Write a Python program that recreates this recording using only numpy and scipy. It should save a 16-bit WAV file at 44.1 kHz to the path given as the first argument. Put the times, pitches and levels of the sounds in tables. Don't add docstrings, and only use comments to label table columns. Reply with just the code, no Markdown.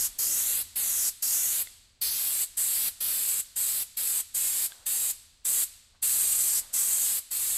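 import sys
import numpy as np
from scipy import signal
from scipy.fft import rfft, irfft, next_fast_len
from scipy.io import wavfile
from scipy.ndimage import uniform_filter1d, map_coordinates

SR = 44100
rng = np.random.default_rng(int(sys.argv[2]) if len(sys.argv) > 2 else 0)


def master_out(mix):
    frames = np.transpose(np.atleast_2d(mix))
    ceiling = np.clip(frames, -1, 1)
    pcm = np.round(ceiling * 32767).astype(np.int16)
    wavfile.write(sys.argv[1], SR, pcm)


def convert_level_to_amplitude(level_db):
    exponent = np.asarray(level_db, float) / 20
    return 10 ** exponent


N = 333837

# (fully open [s], starts closing [s], opening time [s])
VALVE = [(-.1, 0.067, .007), (.189, 0.617, 0.0095), (0.761, 1.091, 0.012), (1.226, 1.623, 0.0094),
         (2.016, 2.439, 0.0069), (2.574, 2.885, 0.011), (3.008, 3.405, 0.01), (3.565, 3.827, 0.014),
         (3.973, 4.206, 0.011), (4.349, 4.664, 0.014), (4.866, 5.111, 0.014), (5.453, 5.637, 0.011),
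         (6.028, 6.596, 0.012), (6.739, 7.187, 0.018), (7.315, 7.7, 0.017)]
# (near delay at start [ms], at end [ms], far delay at start [ms], at end [ms])
PANEL_DELAYS = [(.5, .7, 1.4, 1.8), (.74, .47, 1.6, 1.45), (.47, .72, 1.35, 1.62), (.74, .5, 1.5, 1.3),
                (.95, .8, 2.0, 1.7), (1.12, 1.0, 2.9, 3.2), (.6, .8, 1.6, 1.8), (1.8, 1.7, 2.1, 2.2),
                (1.6, 1.75, 1.8, 2.1), (1.75, 1.68, 2.7, 2.8), (1.12, 1.3, 1.65, 1.58),
                (1.9, 1.7, 2.5, 2.7), (.7, .98, 2.25, 2.65), (1.02, .82, 2.7, 2.3), (.9, .7, 1.9, 1.75)]
# (notch at start [Hz], at end [Hz], jet [dB], turn to camera at start [dB], at end [dB])
STROKES = [(4700, 4540, -30, 3, -3), (4110, 6000, -29.5, 0.3, -2), (5970, 4370, -29.5, 0.5, -0.5),
           (4180, 5850, -29.5, 0.7, 1), (7070, 5730, -30.5, 1.5, -0.5), (5410, 6480, -29.6, -2.5, -4),
           (6520, 5450, -30.5, -4, -2), (5500, 6250, -31, -1.5, -1), (6200, 5500, -30.5, -2, -1),
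           (5730, 6000, -30.5, 2, 3), (5770, 5800, -30.5, 0, 4), (5300, 5860, -29, 1, 4),
           (5500, 5300, -29, -0.5, 6), (5080, 6100, -30, 5, 0), (5900, 5850, -31.5, 2.5, 6.5)]
SWELL_DB = [1.5, -0.14, 0.4, 0.29, 0.4, 0.8, -0.4, -0.19, 1.1, 0.17, 0.38, 1.5, -1.5, -1.3, 1.1]
# (frequency [Hz], density [dB])
JET_SPECTRUM = [(35, -49), (60, -22), (110, -24), (300, -23.5), (1000, -21.5), (2500, -15.5), (5000, -12.5),
                (7000, -4.5), (11000, -2), (13000, -1), (14600, -6.5), (15800, -11.5)]
# (notch [Hz], whistle [dB], presence [dB], body [dB], notch depth [dB])
UPRIGHT_COLOUR = [(3980, -12, 5, -9, 6), (4420, 0, 9.5, -4, -1.5), (4710, -1.5, 12.5, -3.5, 11),
                  (5320, -3.5, 3, 0, 13), (5800, -8.5, -17, 0, 16)]
# (notch [Hz], whistle [dB], presence [dB], body [dB], notch depth [dB])
FLAT_COLOUR = [(5170, 4, -3.5, -3.5, 3.9), (5760, 4, -0.5, 0, 6), (6120, -2.5, -9.5, 0.5, 3.8),
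               (7240, -20.5, -19, 3.5, 12), (6850, -4, -6, 3.5, 8.1)]
# (notch [Hz], place along the arc [-])
ARM_ARC = [(4000, 0.21), (4700, 0.5), (5080, 0.74), (5500, 0.89), (7200, 1.2)]
# (notch [Hz], level [dB])
SHEEN = [(4050, 1.5), (4900, -1), (5600, -0.1), (6300, 1.7), (6800, 0.5), (7100, 5.5)]
# (centre [s], length [s], level [dB], frequency [Hz])
HOLLOWS = [(2.06, 0.17, 8.5, 4820), (2.145, 0.1, 8.5, 6450), (2.87, .12, 1, 4700), (6.597, 0.35, 6, 5250),
           (6.766, 0.19, 3, 5500), (6.998, 0.23, 3.5, 6740)]
# (frequency [Hz], density [dB])
GARAGE_SPECTRUM = [(90, -36), (150, -21), (750, -19), (1700, -11), (4000, -3.5), (4800, -4), (5800, -2.5),
                   (8000, 1.5), (12400, 1.5), (15800, -13)]
# (frequency [Hz], t60 [s])
GARAGE_DECAY = [(200, 0.35), (1000, 1.04), (4000, 1.2), (8000, 0.72), (12000, 0.49), (15500, 0.62)]
# (time [s], level [dB])
RUMBLE_LEVEL = [(0.0, -58.5), (1.05, -64), (1.18, -68.5), (1.64, -66), (1.67, -64), (2.02, -68.5),
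                (2.07, -61.5), (2.21, -70), (2.8, -62.5), (3.22, -66), (5.99, -67.5), (6.13, -59.5),
                (7.29, -70), (7.57, -58)]
# (frequency [Hz], density [dB])
RUMBLE_SPECTRUM = [(15, -11.5), (25, 0.5), (60, -7), (72, -7.5), (82, -1.5), (94, -7.5), (170, -22.5),
                   (215, -18.5), (245, -17), (280, -24.5), (600, -26.5), (1500, -27.5), (6000, -32),
                   (12000, -53)]
# (centre [s], length [s], level [dB], frequency [Hz])
SCUFFS = [
    (.35, 0.31, -60.5, 294),
    (4.783, 0.23, -64.5, 820),
    (5.952, 0.03, -73, 800),
    (6.678, 0.22, -65, 910),
]
# (time [s], peak [dB], ring [Hz], ring t60 [s], ring level [dB])
TICKS = [
    (1.6725, -34.5, 2100, .024, -6),
    (4.7204, -30.5, 1600, .026, -11),
]
# (frequency [Hz], level [dB])
MICROPHONE = [(3000, 1.5), (4700, 4), (5500, -1), (6600, 0), (7400, 2.5), (8200, 6), (8800, 1),
              (9400, -4.5), (10200, 1), (11300, 2), (13000, -1), (14700, -4), (15740, -15), (15790, -35)]

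LAID_FLAT_S = 1.8
SPURT_DB, SPURT_S = 0, 0.054
NEAR_DB, NEAR_LEAN_DB, FAR_DB, STRAY_DB = -7.5, -3.5, -12.5, -15
TURN_WHISTLE, TURN_BODY = 0.26, -0.063
AIM_FRAME, ROOM_FRAME = 512, 256


def unit(x):
    return x / np.sqrt(np.mean(x ** 2) + 1e-20)


def along(points, hz):
    f, v = np.transpose(points)
    return np.interp(np.log(hz + 1), np.log(f + 1), v)


def curves(rows, t):
    s, *cols = np.transpose(rows)
    return [np.interp(t, s, c) for c in cols]


def wobble(rate):
    knots = rng.standard_normal(int(N * rate / SR) + 4)
    return map_coordinates(knots, [np.arange(N) * rate / SR])


def coloured(x, spectrum):
    m = next_fast_len(N + 8192)
    gain = convert_level_to_amplitude(along(spectrum, np.fft.rfftfreq(m, 1 / SR)))
    return irfft(rfft(x, m) * gain, m)[:N]


def per_stroke(start, end, t):
    return np.interp(t, np.array(VALVE)[:, :2].ravel(), np.c_[start, end].ravel())


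def valve(t):
    opened, shut, rise = np.transpose(VALVE)[:, :, None]
    since_shut = np.clip(t - shut, 0, None)
    closing = 700 * since_shut + 30000 * since_shut ** 2
    opening = 45 * np.clip((opened - t) / rise, 0, None) ** 1.22
    return np.max(-opening - closing, axis=0)


def turbulence():
    sputter_db = 0.62 * wobble(900) + 0.41 * wobble(120) + 0.46 * wobble(25)
    return unit(convert_level_to_amplitude(sputter_db) * rng.standard_normal(N))


def panels(x, t):
    near0, near1, far0, far1 = np.transpose(PANEL_DELAYS)
    flat = t > LAID_FLAT_S
    stray_ms = rng.uniform(1.2, 9, (len(VALVE), 6, 1)) + rng.normal(0, .3, (len(VALVE), 6, 2))
    treble = coloured(x, [(800, -19.5), (3000, 1.5)])
    top = coloured(x, [(5000, -14), (9500, 0)])
    paths = [(top, near0, near1, NEAR_DB + NEAR_LEAN_DB * flat), (treble, far0, far1, FAR_DB)]
    paths += [(treble, *stray_ms[:, k].T, STRAY_DB) for k in range(6)]
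    tremor_ms = .012 * wobble(9)
    total = x
    for wave, start_ms, end_ms, db in paths:
        delay_ms = per_stroke(start_ms, end_ms, t) + tremor_ms
        position = np.clip(t - delay_ms / 1000, 0, None) * SR
        total = total + convert_level_to_amplitude(db + 1.15 * wobble(8)) * map_coordinates(wave, [position], order=3)
    return unit(total)


def aimed(x):
    hz, t, z = signal.stft(x, SR, nperseg=AIM_FRAME)
    rows = hz[:, None]
    start_hz, end_hz, _, turn0, turn1 = np.transpose(STROKES)
    arc_hz, arc_place = np.transpose(ARM_ARC)
    start_place, end_place = np.interp(start_hz, arc_hz, arc_place), np.interp(end_hz, arc_hz, arc_place)
    centre_hz = np.interp(per_stroke(start_place, end_place, t), arc_place, arc_hz)
    turn_db = per_stroke(turn0, turn1, t)
    flat = 1. * (t > LAID_FLAT_S)
    colour = (1 - flat) * curves(UPRIGHT_COLOUR, centre_hz) + flat * curves(FLAT_COLOUR, centre_hz)
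    whistle, presence, body, depth_db = colour

    def share(points):
        return along(points, hz)[:, None]

    above = 1 / (1 + np.exp(np.clip((centre_hz - rows) / 150, -50, 50)))
    body_band = share([(1500, 0.035), (3200, 0.94), (4300, 0.98), (5300, 0.34), (6500, 0.24)])
    presence_band = share([(6900, 0.49), (7600, 0)])
    whistle_band = share([(6900, 0), (7600, 0.56), (8900, 0.71), (10000, 0.0056)])
    sheen_band = share([(10000, 0), (12500, 0.66), (14500, 1.7)])
    tilt = body_band * (1 - above) * (body + TURN_BODY * turn_db)
    tilt = tilt + above * presence_band * (presence + turn_db)
    tilt = tilt + whistle_band * (whistle + TURN_WHISTLE * turn_db)
    tilt = tilt + sheen_band * curves(SHEEN, centre_hz)[0]
    for s, length, db, hollow_hz in HOLLOWS:
        tilt = tilt + db * np.exp(-(2 * (t - s) / length) ** 2 - ((rows - hollow_hz) / 750) ** 2)

    depth_db = depth_db * convert_level_to_amplitude(1.5 * np.interp(t, np.arange(N) / SR, wobble(14)))
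    notch = depth_db / (1 + ((rows - centre_hz) / (250 + 100 * flat)) ** 2)
    return signal.istft(z * convert_level_to_amplitude(tilt - notch), SR, nperseg=AIM_FRAME)[1][:N]


def spray():
    t = np.arange(N) / SR
    jet_db, half_swell = np.array(STROKES)[:, 2], np.divide(SWELL_DB, 2)
    opened = np.array(VALVE)[:, 0]
    latest = opened[np.searchsorted(opened - .05, t) - 1]
    spurt_db = SPURT_DB * np.exp(-np.clip(t - latest, 0, None) / SPURT_S)
    flow = convert_level_to_amplitude(per_stroke(jet_db - half_swell, jet_db + half_swell, t) + spurt_db + valve(t))
    hiss = unit(coloured(panels(turbulence(), t), JET_SPECTRUM))
    return convert_level_to_amplitude(2.0) * flow * aimed(hiss), flow


def lingering(power, t60, step):
    decay = convert_level_to_amplitude(-120 * np.arange(400) * step / t60)
    decay = decay / decay.sum(1, keepdims=True)
    early = np.pad(power, ((0, 0), (400, 0)), "edge")
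    return np.abs(signal.fftconvolve(early, decay, axes=1)[:, 400:][:, :power.shape[1]])


def garage(jet, flow):
    answer = unit(coloured(rng.standard_normal(N), GARAGE_SPECTRUM))
    hz, t, z = signal.stft(answer, SR, nperseg=ROOM_FRAME)
    drive = np.interp(t, np.arange(N) / SR, flow)[None] ** 2 * np.ones((len(hz), 1))
    hall = z * convert_level_to_amplitude(-15.5) * np.sqrt(lingering(drive, along(GARAGE_DECAY, hz)[:, None], t[1]))

    jet_power = np.abs(signal.stft(jet, nperseg=ROOM_FRAME)[2]) ** 2
    near = uniform_filter1d(jet_power, size=8, axis=1, origin=3)
    scatter = unit(np.abs(signal.stft(rng.standard_normal(N), nperseg=ROOM_FRAME)[2]))
    scatter = scatter * np.exp(2j * np.pi * rng.random(z.shape))
    body = scatter * convert_level_to_amplitude(-10.5) * np.sqrt(lingering(near, np.array([[.11]]), t[1]))
    return signal.istft(hall + body, SR, nperseg=ROOM_FRAME)[1][:N]


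def rumble():
    level_db, = curves(RUMBLE_LEVEL, np.arange(N) / SR)
    noise = unit(coloured(rng.standard_normal(N), RUMBLE_SPECTRUM))
    return convert_level_to_amplitude(level_db + 0.46 * wobble(5.53)) * noise


def scuffs():
    out, t = np.zeros(N), np.arange(N) / SR
    for s, length, db, hz in SCUFFS:
        band = [(hz / 5, -25), (hz * 0.65, 0), (hz * 1.9, 0), (hz * 5, -25)]
        rustle = unit(coloured(rng.standard_normal(N), band))
        out += convert_level_to_amplitude(db + 2.5 * wobble(40)) * np.exp(-(2 * (t - s) / length) ** 2) * rustle
    return out


def ticks():
    out, t = np.zeros(N + SR), np.arange(SR // 10) / SR
    crack_band = signal.butter(3, [1300, 4500], "band", fs=SR)
    for s, db, hz, t60, ring_db in TICKS:
        upper_mode = .8 * convert_level_to_amplitude(-60 * t / .06) * np.sin(2 * np.pi * 3550 * t)
        ring = (np.sin(2 * np.pi * hz * t) + upper_mode) * convert_level_to_amplitude(-60 * t / t60)
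        burst = (t == 0) + .06 * convert_level_to_amplitude(-60 * t / .03) * rng.standard_normal(len(t))
        crack = signal.lfilter(*crack_band, burst)
        crack = crack / np.abs(crack).max()
        out[round(s * SR):][:len(t)] += convert_level_to_amplitude(db) * (convert_level_to_amplitude(ring_db) * ring + convert_level_to_amplitude(-4) * crack)
    return out[:N]


def scene():
    jet, flow = spray()
    return np.tile(jet + garage(jet, flow) + rumble() + scuffs() + ticks(), (2, 1))


def roll_off(x):
    return signal.sosfilt(signal.butter(12, 15850, fs=SR, output="sos"), x)


def record(dry):
    heard = np.tile(coloured(dry[0], MICROPHONE), (2, 1))
    heard = heard / (1 + np.abs(heard / .24) ** 4) ** (1 / 4)
    return roll_off(heard)


dry = scene()
out = record(dry)
master_out(out)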